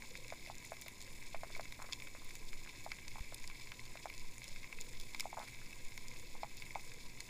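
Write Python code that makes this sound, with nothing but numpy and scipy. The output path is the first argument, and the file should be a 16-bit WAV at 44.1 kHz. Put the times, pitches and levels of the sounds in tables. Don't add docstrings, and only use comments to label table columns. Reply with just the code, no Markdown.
import sys
import numpy as np
from scipy import signal
from scipy.fft import rfft, irfft
from scipy.io import wavfile
from scipy.ndimage import uniform_filter1d

SR = 44100
rng = np.random.default_rng(int(sys.argv[2]) if len(sys.argv) > 2 else 0)


def invert_db(level):
    return 10 ** (np.asarray(level, dtype=float) / 20)


def store_wav(level_fs):
    pcm = np.round(np.clip(np.atleast_2d(level_fs), -1, 1) * 32767)
    wavfile.write(sys.argv[1], SR, pcm.T.astype(np.int16))


N = 321489


def evened(x):
    return x / np.sqrt(np.mean(x ** 2) + 1e-20)


def read(points, hz):
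    f, value = np.transpose(points)
    return np.interp(np.log(hz + 1), np.log(f + 1), value)


def curve(rows):
    return np.interp(np.arange(N) / SR, *np.transpose(rows))


def add(mix, s, sound):
    part = mix[round(s * SR):][:len(sound)]
    part += sound[:len(part)]


def band(x, lo, hi):
    return signal.sosfilt(signal.butter(3, [lo, hi], "band", fs=SR, output="sos"), x)


def housing(x):
    # (frequency [Hz], width [Hz], level [dB])
    panels = [(1004, 124, -2.5), (1636, 36, -8), (2106, 185, 0), (2287, 140, 2), (2577, 115, -3),
              (3610, 430, -6.5), (4147, 185, -7), (4570, 213, -8.5), (5160, 460, -7), (6010, 173, -12),
              (6946, 680, -6), (8000, 310, -12.5), (9440, 600, -16), (10280, 1000, -19),
              (15400, 4400, -22.5)]
    hz = abs(np.fft.fftfreq(8192, 1 / SR))
    power = sum(invert_db(db) ** 2 / (1 + (2 * (hz - f) / width) ** 2) ** 1.29 for f, width, db in panels)
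    leak_db = -32.0
    log_gain = np.log(power + invert_db(leak_db) ** 2) / 2
    response = np.fft.ifft(np.exp(np.conj(signal.hilbert(log_gain)))).real[:2048]
    if x.ndim > 1:
        return signal.lfilter(response, 1, x)
    return signal.oaconvolve(x, response)[:len(x)]


def arrival(t, rise, t60, tail_db, tail_t60):
    fall = invert_db(-60 * np.maximum(t - rise, 0) / t60)
    tail = invert_db(tail_db - 60 * t / tail_t60)
    return np.minimum(t / rise, 1) ** 1.67 * (fall + tail)


def wash():
    # (frequency [Hz], level [dB per Hz])
    spectrum = [(7, -2), (14, -3.5), (26, -22), (44, -25), (85, -31), (116, -24.5), (155, -33.5),
                (230, -34.5), (300, -36), (500, -39), (600, -42.5), (900, -47.5), (1250, -57.5),
                (2000, -62)]
    # (time [s], level [dB])
    surge_levels = [(0.0, -53.5), (0.63, -47), (0.71, -59.5), (1.18, -46), (2.35, -48.5), (2.52, -38.5),
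                    (2.76, -56.5), (3.0, -45), (4.06, -50.5), (4.1, -46), (4.89, -44.5), (4.95, -38),
                    (5.4, -53), (5.76, -44.5), (7.21, -47.5), (7.29, -52)]
    # (frequency [Hz], side minus mid [dB])
    apart = [(20, -23), (60, -11), (125, -30), (250, -30), (600, -28), (2000, -30)]
    wash_db, pan_db = -47, -.6
    hz = np.fft.rfftfreq(N, 1 / SR)
    noise = rfft(rng.standard_normal((2, N)))
    mid, side = noise * invert_db(read(spectrum, hz) - 60 * (hz < 2))
    swell = hz < 32
    surge = invert_db(curve(surge_levels)) * evened(irfft(mid * swell, N))
    scale = invert_db(wash_db) / np.std(irfft(mid, N))
    water = scale * irfft(mid * ~swell, N)
    side = scale * irfft(side * invert_db(read(apart, hz)) * (hz > 12), N)
    return surge * invert_db(pan_db * np.array([[.5], [-.5]])) + water + side * np.array([[1], [-1]])


def engine():
    # (frequency [Hz], level [dB rms])
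    orders = [(58.6, -87), (117.2, -77), (175.8, -80), (234.4, -76.5), (293, -80), (351.6, -78.5)]
    noises = rng.standard_normal((len(orders) + 1, N))
    slow = [evened(uniform_filter1d(uniform_filter1d(v, 5000), 5000)) for v in noises]
    time = np.cumsum(1 + 0.0043 * slow[-1]) / SR
    out = np.zeros(N)
    for (hz, db), waver in zip(orders, slow):
        out += np.sqrt(2) * invert_db(db + 2.56 * waver) * np.sin(2 * np.pi * hz * time)
    return out


def far_crackle():
    # (low edge [Hz], high edge [Hz], rate [snaps/s], size spread [dB], blur [s], level [dB])
    crowds = [
        (670, 1790, 150, 1.5, 0.0062, -0.5),
        (1380, 3100, 260, 2.5, 0.0059, -0.5),
        (2560, 6000, 200, 3, 0.017, 1.5),
        (5050, 12000, 230, 2.5, 0.009, -2),
        (7940, 17000, 300, -5, 0.0042, 2),
        (1410, 15600, 250, 1.5, 0.0026, -2.5),
    ]
    crackle_db = -60
    out = invert_db(-3) * rng.standard_normal(N)
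    for lo_hz, hi_hz, per_s, spread_db, blur, db in crowds:
        sizes = invert_db(2 * spread_db * np.minimum(rng.exponential(1, N), 4.0))
        power = sizes * (rng.random(N) < per_s / SR)
        puffs = np.sqrt(abs(signal.oaconvolve(power, np.hanning(round(blur * SR)) ** 2, "same")))
        slow = evened(uniform_filter1d(uniform_filter1d(rng.standard_normal(N), 3000), 3000))
        level_db = db + 1.9 * slow
        out += invert_db(level_db) * band(evened(puffs) * rng.standard_normal(N), lo_hz, hi_hz)
    return invert_db(crackle_db + 2.5) * evened(housing(out))


def small_snaps():
    u = rng.random((70, 3))
    peak_db = -41.5 + 3 * np.log(u[:, 1])
    tilt_db = -6.5 + 10.5 * 2 * (2 * u[:, 2] - 1)
    return np.c_[u[:, 0] * N / SR, peak_db, tilt_db]


def near_snaps():
    # (time [s], peak [dB], tilt [dB/band], rising = bright, middle band lift [dB])
    loud_snaps = [(0.0213, -37, -10, 4), (0.1526, -36, -8, 2), (0.302, -37.5, -3, 2),
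                  (0.5818, -38.5, 14, -1.5), (0.8137, -36.5, 15, -8), (0.82, -36, 2.5, 0),
                  (0.8816, -35, -2.5, 1.5), (1.5492, -37, -10, 7), (1.723, -34, -4.5, 1),
                  (1.924, -29.5, -1, 11), (1.9312, -25.5, 0, 8), (2.3533, -37, 3, -1.5),
                  (2.9173, -28, -7.5, 4.5), (3.0804, -34.5, -1.5, 6), (3.3441, -33, 10, 9),
                  (3.4398, -38.5, -10, 6), (3.7184, -34, -5.5, 2.5), (4.3808, -36.5, 3, -13),
                  (4.4797, -37.5, 2, 2), (4.6428, -36.5, -14, 6), (4.7264, -33, -6.5, -6),
                  (4.7865, -38, -13, -2.5), (4.811, -32, 16, 5), (4.999, -35, 8, 11),
                  (5.1463, -31.5, -5, 3.5), (5.1971, -26.5, 0.5, 4.5), (5.2056, -36, -8, 4),
                  (5.9763, -31.5, -4, 2.5), (6.6214, -34.5, -8, 4.5), (7.204, -32, 1.5, 3)]
    # (time [s], peak [dB])
    dull_snaps = [(0.4614, -40), (0.7673, -42), (0.8606, -44), (1.2252, -39.5), (1.2695, -41.5),
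                  (1.348, -38), (1.8183, -39.5), (2.0006, -37.5), (2.0205, -38.5), (2.0717, -39),
                  (2.3068, -41), (2.5301, -36.5), (2.6738, -42.5), (2.6958, -41.5), (3.4993, -37.5),
                  (3.6716, -39.5), (3.7928, -38), (3.9714, -39), (4.099, -36.5), (4.4179, -38.5),
                  (4.56, -37.5), (4.6297, -42), (5.4779, -40.5), (5.546, -41), (5.7296, -41), (5.9199, -40),
                  (6.1613, -43.5), (6.4326, -35), (6.7066, -39), (6.751, -35.5)]
    # (low edge [Hz], high edge [Hz])
    snap_bands = [(1350, 3000), (3000, 6000), (6000, 10000), (10000, 17000), (700, 1350)]
    dull_tilt_db, middle_db = -9.5, 4
    top_db, top_spread_db = -7.5, 6.5
    thud_db = -16
    out, t = np.zeros(N), np.arange(3000) / SR
    rows = loud_snaps + [(s, db, dull_tilt_db, middle_db) for s, db in dull_snaps]
    rows = rows + [(*row, middle_db) for row in small_snaps()]
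    envelope = arrival(t, rise=.0006, t60=.008, tail_db=-23, tail_t60=.08)
    rings = housing(rng.standard_normal((len(rows), len(t))) * envelope)
    tops_db = top_db + top_spread_db * rng.standard_normal(len(rows))
    bands = np.array([band(rings, lo, hi) for lo, hi in snap_bands])
    bands = bands / abs(bands).max(2, keepdims=True)
    for k, (s, peak_db, tilt_db, lift_db) in enumerate(rows):
        levels_db = np.array([-tilt_db, lift_db, tilt_db, tilt_db + tops_db[k], thud_db - tilt_db])
        snap = invert_db(levels_db) @ bands[:, k]
        add(out, abs(s - .0003), invert_db(peak_db - 0.63) * snap / abs(snap).max())
    return out


def fish():
    # (time [s], peak [dB], bladder pitch [Hz], overtone [dB])
    knocks = [(0.323, -35, 617, -13), (0.499, -37, 776, -20), (0.719, -35, 640, -13.5),
              (0.474, -47, 597, -25), (0.862, -45.5, 575, -13), (1.345, -34.5, 670, -13.5),
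              (1.433, -36, 670, -10.5), (1.502, -49, 570, -7), (1.564, -47, 585, -6.5),
              (1.595, -35.5, 660, -10.5), (2.149, -48, 550, -5), (2.863, -35, 734, -21),
              (3.157, -41.5, 890, -24), (3.183, -44.5, 910, -16), (3.323, -43.5, 579, -10),
              (3.954, -44, 610, -9), (4.056, -33.5, 726, -14.5), (5.255, -32, 735, -31),
              (5.329, -36, 820, -26), (6.352, -45.5, 850, -25), (6.432, -30, 780, -22),
              (6.756, -29, 820, -43)]
    # (time [s], peak [dB], pitch
    # [Hz])
    rolls = [(1.791, -47, 600), (1.8, -46, 955), (1.82, -46, 980), (1.827, -55, 990), (1.842, -46.5, 520),
             (1.85, -58, 950), (1.888, -50, 560), (1.896, -67, 947), (5.37, -41, 955), (5.374, -33.5, 824),
             (5.384, -38.5, 623), (5.4, -38, 810), (5.411, -47, 905), (5.417, -48, 915), (5.427, -55, 920),
             (5.433, -48, 760)]
    # (time [s], peak [dB], pitch [Hz])
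    pops = [
        (0.038, -55, 930),
        (2.17, -56, 1030),
        (2.219, -54, 1040),
        (2.662, -50, 1670),
        (2.917, -45, 1650),
        (3.498, -53, 1090),
        (3.718, -47.5, 1410),
        (5.147, -48, 1030),
        (5.228, -52, 1050),
        (5.616, -50, 1670),
    ]
    # (delay [s], level [dB])
    knock_echoes = [(.0045, -9.5), (.012, -8), (.017, -51)]
    roll_edge_db = -55
    pop_edge_db = -14.5
    out, t = np.zeros(N), np.arange(3000) / SR
    beats = knocks + [(s, db, hz, roll_edge_db - db) for s, db, hz in rolls]
    beats = beats + [(*row, pop_edge_db) for row in pops]
    envelope = arrival(t, rise=0.0053, t60=0.04, tail_db=-9.5, tail_t60=0.23)
    scatter = rng.standard_normal((len(beats), len(t))) * envelope
    for (s, peak_db, hz, edge_db), noise in zip(beats, scatter):
        cycles = hz * t
        shape = cycles ** 2.5 * np.exp(-2.1 * cycles)
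        pulse = shape / shape.max() * np.cos(2 * np.pi * (cycles - 1.05))
        u = (cycles - 1.05) / hz / 0.00024
        edge = (1 - 2 * u ** 2) * np.exp(-u ** 2)
        ring = housing(edge)
        edge += .5 * ring / abs(ring).max()
        pulse += invert_db(edge_db + 11.5) * edge / abs(edge).max()
        tail = signal.oaconvolve(noise, np.diff(pulse[:400]))[:len(t)]
        add(out, s, invert_db(peak_db + .5) * (pulse + invert_db(-18) * tail / abs(tail).max()))
    echoes = np.zeros(N)
    for delay, db in knock_echoes:
        add(echoes, delay, -invert_db(db) * out)
    shallow = signal.butter(3, 480, "high", fs=SR, output="sos")
    return signal.sosfiltfilt(shallow, out) + band(echoes, 830, 6000)


def grunts():
    # (time [s], length [s], pitch [Hz], width [Hz], level [dB])
    calls = [
        (0.1, 0.18, 505, 119, -70),
        (1.029, 0.11, 539, 100, -76),
        (1.458, 0.17, 426, 100, -71),
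        (1.994, 0.095, 553, 100, -75),
        (2.36, 0.17, 449, 90, -77),
        (4.47, 0.052, 582, 80, -69.5),
        (4.683, 0.28, 475, 110, -73.5),
        (5.79, 0.07, 488, 120, -75),
        (6.08, 0.35, 487, 80, -76),
        (6.851, 0.16, 476, 80, -74.5),
    ]
    out = np.zeros(N)
    noises = rng.standard_normal((len(calls), SR // 2))
    for (s, length, hz, width, db), noise in zip(calls, noises):
        t = np.arange(round(length * SR)) / SR
        throb = 0.12 + np.sin(np.pi * 28 * t) ** 4
        blur = evened(band(noise, hz - width / 2, hz + width / 2))[-len(t):]
        tone = 0.89 * np.sin(2 * np.pi * hz * t) + 0.6 * blur
        add(out, s, invert_db(db + 10.5) * tone * throb * signal.windows.tukey(len(t), .2))
    return out


def thin_snaps():
    # (time [s], peak [dB])
    bright_snaps = [(0.174, -40), (0.2812, -38), (0.5533, -40), (1.015, -39), (1.0244, -38), (1.236, -45),
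                    (1.576, -41), (1.6099, -39), (1.8242, -36.5), (2.8904, -48), (2.4897, -41),
                    (2.8477, -38), (3.4755, -34), (3.8535, -40), (4.1789, -37), (4.1962, -39),
                    (4.4414, -36.5), (4.4877, -37), (4.8052, -37), (4.9297, -40), (5.0115, -36),
                    (5.2058, -26.5), (5.3926, -39), (5.8834, -41), (6.0828, -35), (6.57, -40),
                    (6.5994, -43), (6.8089, -42), (6.9378, -41), (7.0133, -50)]
    out, t = np.zeros(N), np.arange(600) / SR
    envelope = arrival(t, rise=.0005, t60=.005, tail_db=-26, tail_t60=.03)
    rings = housing(rng.standard_normal((len(bright_snaps), len(t))) * envelope)
    snaps = band(rings, 3400, 16100) + invert_db(-8) * band(rings, 9370, 18000)
    for (s, peak_db), snap in zip(bright_snaps, snaps):
        add(out, s, invert_db(peak_db - 0.5) * snap / abs(snap).max())
    return out


def bumps():
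    # (time [s], peak [dB], time to peak [s])
    pushes = [
        (3.206, -35, .005),
        (4.22, -46, .004),
    ]
    out = np.zeros(N)
    for s, peak_db, rise in pushes:
        u = np.arange(SR // 20) / SR / rise
        add(out, s, -invert_db(peak_db) * (u * np.exp(1 - u)) ** 2)
    return out


def scene():
    shrimp = far_crackle() + near_snaps() + thin_snaps()
    return wash() + engine() + shrimp + fish() + grunts() + bumps()


def top_cut(x):
    return signal.sosfilt(signal.butter(12, 16480, fs=SR, output="sos"), x)


def record(dry):
    # (low edge [Hz], high edge [Hz], level [dB rms])
    self_noise = (7200, 20000, -71.5)
    # (frequency [Hz], level [dB])
    microphone = [(14800, 0), (15300, -2), (15450, -27), (16300, -31), (16600, -70)]
    lo_hz, hi_hz, db = self_noise
    hiss = invert_db(db) * evened(band(rng.standard_normal(N), lo_hz, hi_hz))
    edge = invert_db(read(microphone, np.fft.rfftfreq(N, 1 / SR)))
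    mix = irfft(rfft(dry + hiss) * edge, N) - .0009
    return top_cut(mix)


dry = scene()
out = record(dry)
store_wav(out)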